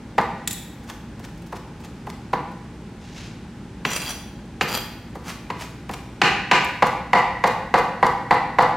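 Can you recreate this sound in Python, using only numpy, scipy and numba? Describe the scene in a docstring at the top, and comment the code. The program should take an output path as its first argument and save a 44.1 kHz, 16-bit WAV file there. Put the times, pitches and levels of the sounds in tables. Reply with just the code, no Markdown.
"""In a hard-walled kitchen with a humming appliance, a knife chops cooked chicken held by a fork on a wooden board.
Strokes knock the board (damped modes, noise bursts), thud into the counter and tear moist fibres (random snaps).
Early on, blade and fork clink; then the board slides round and the edge scrapes meat together (stick-slip).
A run of hard, even chops ends it. A close recorder's limiter squeezes loud blows, so the room swells behind."""
import sys
import numpy as np
from scipy import signal
from scipy.fft import rfft, irfft
from scipy.io import wavfile
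from scipy.ndimage import uniform_filter1d, minimum_filter1d
from numba import njit

SR = 44100
rng = np.random.default_rng(int(sys.argv[2]) if len(sys.argv) > 2 else 0)


def dump_mix(stems):
    """Bounce the given channels to the path in sys.argv[1] as a 16-bit WAV at rate SR."""
    frames = np.atleast_2d(stems).T  # one column per channel
    limited = np.clip(frames, -1, 1)  # hard clip at full scale
    pcm = np.round(limited * 32767).astype(np.int16)
    wavfile.write(sys.argv[1], SR, pcm)


N = 386316
T = np.arange(N) / SR
HIT = T[:SR // 4]  # time axis of one contact, s
LEFT_RIGHT = np.array([[1], [-1]])

# Knife strokes. Each row: start in seconds, reference level of the board knock in dB, level of the edge's
# crack on bare wood in dB, level of tearing meat in dB, time until the fibres part in seconds.
STROKES = [(.181, -10.5, -25.5, -36, .032), (.838, -57, -57, -32, 0.062), (1.196, -44, -68, -36, .052),
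           (1.525, -29.5, -43.5, -36.5, 0.041), (1.803, -49, -63, -37, .047),
           (2.069, -31.5, -46, -36.5, .033), (2.332, -16, -31.5, -55, 0.025),
           (3.850, -25.5, -18, -47, 0.047), (4.610, -19.5, -15, -41, .025), (5.153, -32, -58, -30, 0.14),
           (5.501, -25.5, -31.5, -32, 0.12), (5.893, -29, -36, -31, 0.046), (6.216, -11, -3.5, -46, 0.065),
           (6.5129, -8, -4.5, -49, 0.039), (6.823, -8, -19.5, -30, .048), (7.132, -4.5, -14, -35, 0.053),
           (7.439, -8, -20.5, -27, 0.036), (7.740, -4.5, -19, -28, 0.045), (8.028, -6.5, -25.5, -28, 0.04),
           (8.309, -6, -20, -35, 0.036), (8.586, -4, -20, -31.5, 0.04)]
# Stereo width of diffuse sound. Each row: frequency in Hz, side-to-mid level in dB.
SIDE_TO_MID = [(30, -18), (70, -37), (130, -60), (250, -28.5), (600, -17), (1400, -15), (3000, -9),
               (8000, -2.5), (14000, 1)]

CLING_HZ = 25  # meat clinging to the steel widens the modes of blade and fork
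LEAD_S = 0.1  # fibres() peaks this long after its start
SMACK_RISE_S, SMACK_FALL_S, SMACK_TILT_DB_PER_OCT = 0.0023, 0.011, 3.5


def undb(db):
    """Decibels to gain."""
    return 10 ** (np.asarray(db) / 20)


def unit(x):
    """Scale to rms 1."""
    return x / np.sqrt(np.mean(x ** 2))


def blow(x, db):
    """Set the level that a blow would have with all its energy in 10 ms."""
    return x * undb(db) / np.sqrt(np.sum(x ** 2) / (SR / 100))


def add(track, start_s, x):
    """Mix x into the track from start_s on."""
    i = max(int(start_s * SR), 0)
    track[i:i + len(x)] += x[:max(N - i, 0)]


def read(points, hz):
    """Interpolate a table over log frequency."""
    table_hz, value = np.transpose(points)
    return np.interp(np.log(hz + 1), np.log(table_hz), value)


def colour(x, points, tilt_db_per_oct=0, size=8192):
    """Minimum-phase filter with the given dB spectrum, tilted per octave."""
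    hz = np.arange(size // 2 + 1) * SR / size
    spectrum_db = read(points, hz) + tilt_db_per_oct * np.log2(1 + hz / 1000)
    # folding the cepstrum onto positive time makes the filter causal
    cepstrum = irfft(np.log(undb(spectrum_db)))
    cepstrum[1:size // 2] *= 2
    cepstrum[size // 2 + 1:] = 0
    impulse = irfft(np.exp(rfft(cepstrum)))
    return signal.oaconvolve(x, impulse)[:len(x)]


def ring(modes, tilt_db_per_oct=0, scatter_db=0, detune=0):
    """Damped modes after one push; their sizes depend on the point of contact."""
    hz, width_hz, db = np.transpose(modes)[:, :, None]
    size, shift = rng.standard_normal((2, len(modes), 1))
    mode_db = db + tilt_db_per_oct * np.log2(hz / hz[0]) + scatter_db * size
    gain = undb(mode_db) * np.sqrt(width_hz)
    sign = (-1) ** np.arange(len(modes))[:, None]
    decay = np.exp(-np.pi * width_hz * HIT)
    tone = np.sin(2 * np.pi * hz * (1 + detune * shift) * HIT)
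    return np.sum(sign * gain * decay * tone, axis=0)


def burst(rise_s, fall_s):
    """Rough contact: micro-impacts that build and die within milliseconds and favour no pitch."""
    shape = (1 - np.exp(-HIT / rise_s)) * np.exp(-HIT / fall_s)
    spray = rng.standard_normal(len(HIT)) * shape
    for _ in range(3):
        # flatten the spectrum, then restore the shape in time
        flat = irfft(np.exp(1j * np.angle(rfft(spray))), len(HIT))
        spray = flat * np.sqrt(shape)
    return spray


def grains(n, rate_hz, spread_db):
    """Tiny slips and snaps at random moments, of widely varied size, at rms 1."""
    size = undb(spread_db * np.minimum(rng.exponential(size=n), 4))
    present = rng.random(n) < rate_hz / SR
    return unit(present * size * rng.standard_normal(n))


def flicker(n, rate_hz):
    """Random wander between normal-distributed knots, spread near 1."""
    knots = np.arange(n) * rate_hz / SR
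    return np.interp(knots, np.arange(200), rng.standard_normal(200))


def push(t, length_s, attack_s, press_db, release_s):
    """Gain of a sliding push from t = 0: takes hold, grows by press_db over its length, lets go."""
    hold = 1 - np.exp(-np.maximum(t, 0) / attack_s)
    press = undb(press_db * np.minimum(t / length_s - 1, 0))
    release = np.exp(-np.maximum(t - length_s, 0) / release_s)
    return hold * press * release


def fibres(db, rise_s, fall_s, tilt_db_per_oct):
    """Moist fibres snap ever harder up to a peak at LEAD_S, then let go."""
    # Spectrum of tearing meat. Each row: frequency in Hz, level in dB before tilt.
    meat_spectrum = [(200, -7), (800, 8.5), (2000, 6.5), (4000, 2), (6500, 0.5), (8500, -5), (12000, -8),
                     (16000, -15)]
    t = HIT - LEAD_S
    snaps = grains(len(t), rate_hz=6000, spread_db=2.5)
    crackle = unit(colour(snaps, meat_spectrum, tilt_db_per_oct))
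    return undb(db) * crackle * np.exp(np.minimum(t / rise_s, -t / fall_s))


def background():
    """Motor hum, its partials unsteady in phase, over diffuse air noise."""
    # Appliance hum. Each row: frequency in Hz, rms level in dB before a common 1 dB cut.
    hum_partials = [(59.2, -51.5), (118.4, -47.5), (172.3, -48), (231.5, -49), (290.7, -55.5),
                    (328.4, -65.5), (829.0, -60.5)]
    # Room air noise. Each row: frequency in Hz, relative density in dB per Hz.
    air_spectrum = [(15, -27), (25, -33), (49, -2.5), (123, -5.5), (145, -3), (217, -3.5), (263, -7.5),
                    (335, -9), (416, -14.5), (714, -23.5), (796, -18), (1160, -25.5), (1480, -24.5),
                    (8590, -43), (16000, -62)]
    mid, side = (unit(colour(rng.standard_normal(N), air_spectrum)) for _ in range(2))
    hum = 0
    for hz, db in hum_partials:
        wander = np.cumsum(rng.standard_normal(N)) / np.sqrt(SR)
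        phase = 2 * np.pi * (hz * T + rng.random()) + 1.07 * wander
        hum = hum + undb(db - 1) * np.sqrt(2) * np.sin(phase)
    air_db = -38.5
    return hum + undb(air_db) * (mid + LEFT_RIGHT * colour(side, SIDE_TO_MID))


def kitchen(x, room_db, gap_s, build_s):
    """Direct sound and dense wall and counter echoes; bass lasts longest, treble is widest."""
    # Reverberation. Each row: frequency in Hz, 60 dB decay time in seconds.
    room_decay = [(150, 1), (500, 0.63), (1000, 0.6968), (1900, 0.84), (3000, 0.66), (5000, 0.74),
                  (8000, .5), (13000, 0.61)]
    t = T[:SR]
    hz = np.arange(SR // 2 + 1.)
    octave = np.log2(np.clip(hz, 125, 16000) / 125)
    noise, tail = rfft(rng.standard_normal((2, SR))), 0
    for k in np.arange(8):
        t60_s = read(room_decay, 125 * 2 ** k)
        band = irfft(noise * np.maximum(1 - abs(octave - k), 0), SR)
        tail = tail + band * np.exp(-np.log(1000) * t / t60_s)
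    onset = 1 - np.exp(-np.maximum(t - gap_s, 0) / build_s)
    mid, side = undb(room_db) * tail * onset / np.sqrt(np.sum(tail[0] ** 2))
    mid[0] += 1  # the direct path
    # even out narrow peaks and dips of the echo, so the board's own modes set the pitch
    power = abs(rfft(mid)) ** 2
    ripple_db = 10 * np.log10(uniform_filter1d(power, size=30) / uniform_filter1d(power, size=1500))
    even_mid = colour(mid, np.column_stack([hz + 1, -ripple_db]))
    response = even_mid + LEFT_RIGHT * colour(side, SIDE_TO_MID)
    return signal.fftconvolve(x[None], response, axes=1)[:, :N]


def board_turn():
    """The board slides softly over the counter in one push, catching on crumbs."""
    # Spectrum of the sliding board. Each row: frequency in Hz, level in dB.
    slide_spectrum = [(200, -13), (1000, -0.5), (2500, 3), (6500, -3), (9000, -15.5), (15000, -30)]
    rub = grains(N, rate_hz=4000, spread_db=-0.5) * undb(2.9 * flicker(N, rate_hz=17))
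    pressure = push(T - 2.996, length_s=0.27, attack_s=0.022, press_db=6, release_s=0.045)
    return undb(-44.5) * unit(colour(rub, slide_spectrum)) * pressure


def clinks():
    """Steel grazes steel and rings the fork, which the meat soon damps."""
    # Fork modes. Each row: frequency in Hz, width in Hz before clinging meat, level in dB before tilt.
    fork_modes = [(1900, 160, -9.5), (2620, 110, -9.5), (3394, 100, -2), (3505, 53, -2), (3760, 41, -4),
                  (4120, 110, -6), (4750, 150, -19), (7130, 26, 2), (7370, 150, -3.5), (7900, 27, -1),
                  (8800, 74, -4), (9860, 150, -8), (11400, 25, -4.5), (11100, 140, -27), (13700, 130, -24),
                  (15100, 90, -23)]
    # Blade on fork. Each row: start in seconds, graze level in dB, tilt in dB per octave.
    fork_contacts = [(.4745, -25, -2.5), (.509, -33, -1), (.529, -34, 3), (6.645, -42.5, 4)]
    # graze spectrum: Hz, dB before tilt
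    graze_spectrum = [(500, -28), (1700, -2), (3700, -1.0), (7000, 4.5), (16000, 0.5)]
    damped_fork = np.add(fork_modes, [0, CLING_HZ, 0])
    out = np.zeros(N)
    for start_s, db, tilt_db_per_oct in fork_contacts:
        contact = burst(rise_s=0.002, fall_s=0.007)
        graze = colour(contact, graze_spectrum, tilt_db_per_oct)
        fork = ring(damped_fork, tilt_db_per_oct)
        add(out, start_s, blow(fork, db + 2) + blow(graze, db))
    return out


def scrapes():
    """The edge sticks and slips over the wood grain and sets the blade singing: tip first, then heel."""
    # Pushes of the edge. Each row: start in seconds, length in seconds, friction level in dB,
    # steel ring level in dB (both before the push gain), contact from tip 0 to heel 1.
    edge_pushes = [(3.856, 0.12, -39, -29, 0.068), (3.998, .12, -39.5, -32, 0.042),
                   (4.61, 0.019, -28, -38, 1), (4.675, 0.092, -28.5, -27.5, 0.7)]
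    # Blade modes. Each row: frequency in Hz, width in Hz before clinging meat, level in dB on the tip,
    # level in dB on the heel.
    blade_modes = [(2730, 110, -1, -27), (3257, 27, 2, 1.5), (3435, 90, 0, -10), (4100, 130, -5, -5),
                   (4773, 71, -2.5, 7), (5920, 84, 1, -7), (7150, 380, -2, -9), (8730, 680, -0.5, -11),
                   (9930, 59, -8, -6), (10680, 77, -9, -8), (11860, 44, -11, 4), (12900, 130, -11, -12),
                   (13500, 1500, -20, -6), (14300, 200, -17, -10), (15400, 220, -18, -22)]
    # Spectrum of the scraping edge. Each row: frequency in Hz, level in dB.
    edge_spectrum = [(100, -2), (400, 6.5), (1000, 8.5), (3000, -1.5), (5000, -6.5), (7000, -6),
                     (9000, -20), (16000, -17)]
    out = np.zeros(N)
    hz, width_hz, tip_db, heel_db = np.transpose(blade_modes)
    for start_s, length_s, friction_db, steel_db, heel in edge_pushes:
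        slips = grains(len(HIT), rate_hz=3000, spread_db=3) * undb(2.5 * flicker(len(HIT), rate_hz=90))
        mode_db = tip_db + heel * (heel_db - tip_db)
        steel = 0
        for mode in np.column_stack([hz, width_hz + CLING_HZ, mode_db]):
            # as the contact point travels, each mode is driven now more, now less
            drive = undb(4 * flicker(len(HIT), rate_hz=30))
            steel = steel + signal.fftconvolve(slips * drive, ring([mode]))[:len(HIT)]
        pressure = push(HIT, length_s, attack_s=0.0026, press_db=5.5, release_s=0.011)
        friction = undb(friction_db) * unit(colour(slips, edge_spectrum))
        add(out, start_s, pressure * (friction + undb(steel_db) * unit(steel)))
    return out


def meat():
    """Steel smacks the wet surface, then tears through; now and then meat peels off the steel."""
    # Sticky meat leaving the steel. Each row: time of the peak in seconds, level in dB.
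    peel_events = [(1.378, -55), (1.42, -52), (1.466, -48), (2.518, -56), (5.913, -42)]
    out = np.zeros(N)
    for start_s, knock_db, crack_db, tear_db, cut_s in STROKES:
        smack_db = -41.5 + 0.18 * max(knock_db, crack_db)
        smack = fibres(smack_db, SMACK_RISE_S, SMACK_FALL_S, SMACK_TILT_DB_PER_OCT)
        add(out, start_s - LEAD_S, smack)
        # the slower the cut, the longer the tear
        tear = fibres(tear_db, rise_s=0.16 * cut_s, fall_s=0.16 * cut_s, tilt_db_per_oct=-1)
        add(out, start_s + cut_s - LEAD_S, tear)
    for peak_s, db in peel_events:
        peel = fibres(db, SMACK_RISE_S, SMACK_FALL_S, SMACK_TILT_DB_PER_OCT)
        add(out, peak_s - LEAD_S, peel)
    return out


def chops():
    """The edge cracks on the wood, the board rings and the counter thuds below it."""
    # Board modes, which change with its lie on the counter. Each row: frequency in Hz, width in Hz,
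    # level in dB before the board is turned, level in dB after; levels before tilt.
    board_modes = [(390, 70, -25, -29), (484.5, 25, -8, -3.5), (534.4, 25, -7.5, -3.5), (666, 17, -18, -19),
                   (718, 7.8, -10, -2.5), (803, 34, -2.5, 0.5), (853, 47, -2, -4), (995.3, 24.4, 0, 1.5),
                   (1180, 130, -2, -7), (1240, 170, -1.5, -11), (1325, 200, -9, -11.5),
                   (1442, 270, -14.5, -11.5), (1920, 52, -22, -8), (1935, 31, -16.5, -3),
                   (2080, 240, -39, -10.5)]
    # Spectrum of the wood's dense modes. Each row: frequency in Hz, level in dB before tilt.
    wood_spectrum = [(200, -16), (450, -7.5), (700, 0), (850, 6.5), (1100, 3), (1400, -5), (2100, -9.5),
                     (2800, -31.5), (3500, -20.5), (4600, -23.5), (5500, -35.5), (7500, -41.5),
                     (10000, -46), (16000, -66)]
    # Spectrum of the crack. Each row: frequency in Hz, level in dB.
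    crack_spectrum = [(100, -57), (300, -2.5), (450, 0.5), (600, -21.5), (770, 2.5), (1150, -2.5),
                      (1700, 1.5), (2900, 1), (3300, -11.5), (4200, -8.5), (5000, -15), (7200, -19),
                      (9000, -32.5), (16000, -45)]
    # Spectrum of the counter thud. Each row: frequency in Hz, level in dB.
    thud_spectrum = [(25, -49), (50, -24), (90, -26), (130, -6), (190, -1), (290, -11), (420, -7.5),
                     (700, -28.5), (2000, -61)]
    turned_s = 3.5
    out = np.zeros(N)
    hz, width_hz, before_db, after_db = np.transpose(board_modes)
    for start_s, knock_db, crack_db, tear_db, cut_s in STROKES:
        force_db = max(knock_db, crack_db)
        bareness_db = crack_db - knock_db
        thud_db = -17.5 + 0.5 * force_db
        # the knock brightens with force and with bare contact
        tilt_db_per_oct = 4.0 + 0.079 * force_db + 0.2 * bareness_db
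        modes = np.column_stack([hz, width_hz, after_db if start_s > turned_s else before_db])
        # hand and meat press on the board and shorten its ring
        knock = ring(modes, tilt_db_per_oct, scatter_db=0.8, detune=0.002) * np.exp(-HIT / 0.03)
        # many overlapping modes fill in between the clear ones
        wood = colour(burst(rise_s=0.0039, fall_s=0.0097), wood_spectrum, tilt_db_per_oct)
        crack = colour(burst(rise_s=0.00085, fall_s=0.0087), crack_spectrum)
        thud = colour(burst(rise_s=0.0046, fall_s=0.035), thud_spectrum)
        board = blow(knock, knock_db - 0.4) + blow(wood, knock_db - 2.5)
        add(out, start_s, board + blow(crack, crack_db) + blow(thud, thud_db))
        # the board chatters briefly on the counter
        chatter = colour(burst(rise_s=0.0044, fall_s=0.017), wood_spectrum, tilt_db_per_oct)
        add(out, start_s + 0.012, blow(chatter, knock_db - 10.0))
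        # the edge settles on the wood as the last fibres part
        add(out, start_s + cut_s, blow(wood, tear_db - 10.5))
    return out


def scene():
    """Knife work close by, its echo and the hum behind it."""
    close = board_turn() + clinks() + scrapes() + meat() + chops()
    return kitchen(close, room_db=-4.0, gap_s=0.0018, build_s=0.00019) + background()


@njit
def follow(size, attack, release):
    """Peak follower with one smoothing factor for rises and one for falls."""
    out, level = np.empty(len(size)), 0.
    for i in range(len(size)):
        level += (size[i] - level) * (attack if size[i] > level else release)
        out[i] = level
    return out


def limiter(x, top_db, release_s):
    """Look a millisecond ahead, turn down whatever exceeds the ceiling, then recover."""
    peak = follow(np.abs(x).max(axis=0), 1., 1 - np.exp(-1 / (release_s * SR)))
    gain = 1 / np.maximum(peak / undb(top_db), 1)
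    return x * uniform_filter1d(minimum_filter1d(gain, size=45), size=45)


def record(dry):
    """The recorder limits the hard blows and cuts the top above 15.8 kHz."""
    held = limiter(dry, top_db=-3, release_s=0.0098)
    low_pass = signal.ellip(10, 0.2, 80, 15800, fs=SR, output="sos")
    return signal.sosfilt(low_pass, held)


dry = scene()
out = record(dry)
dump_mix(out)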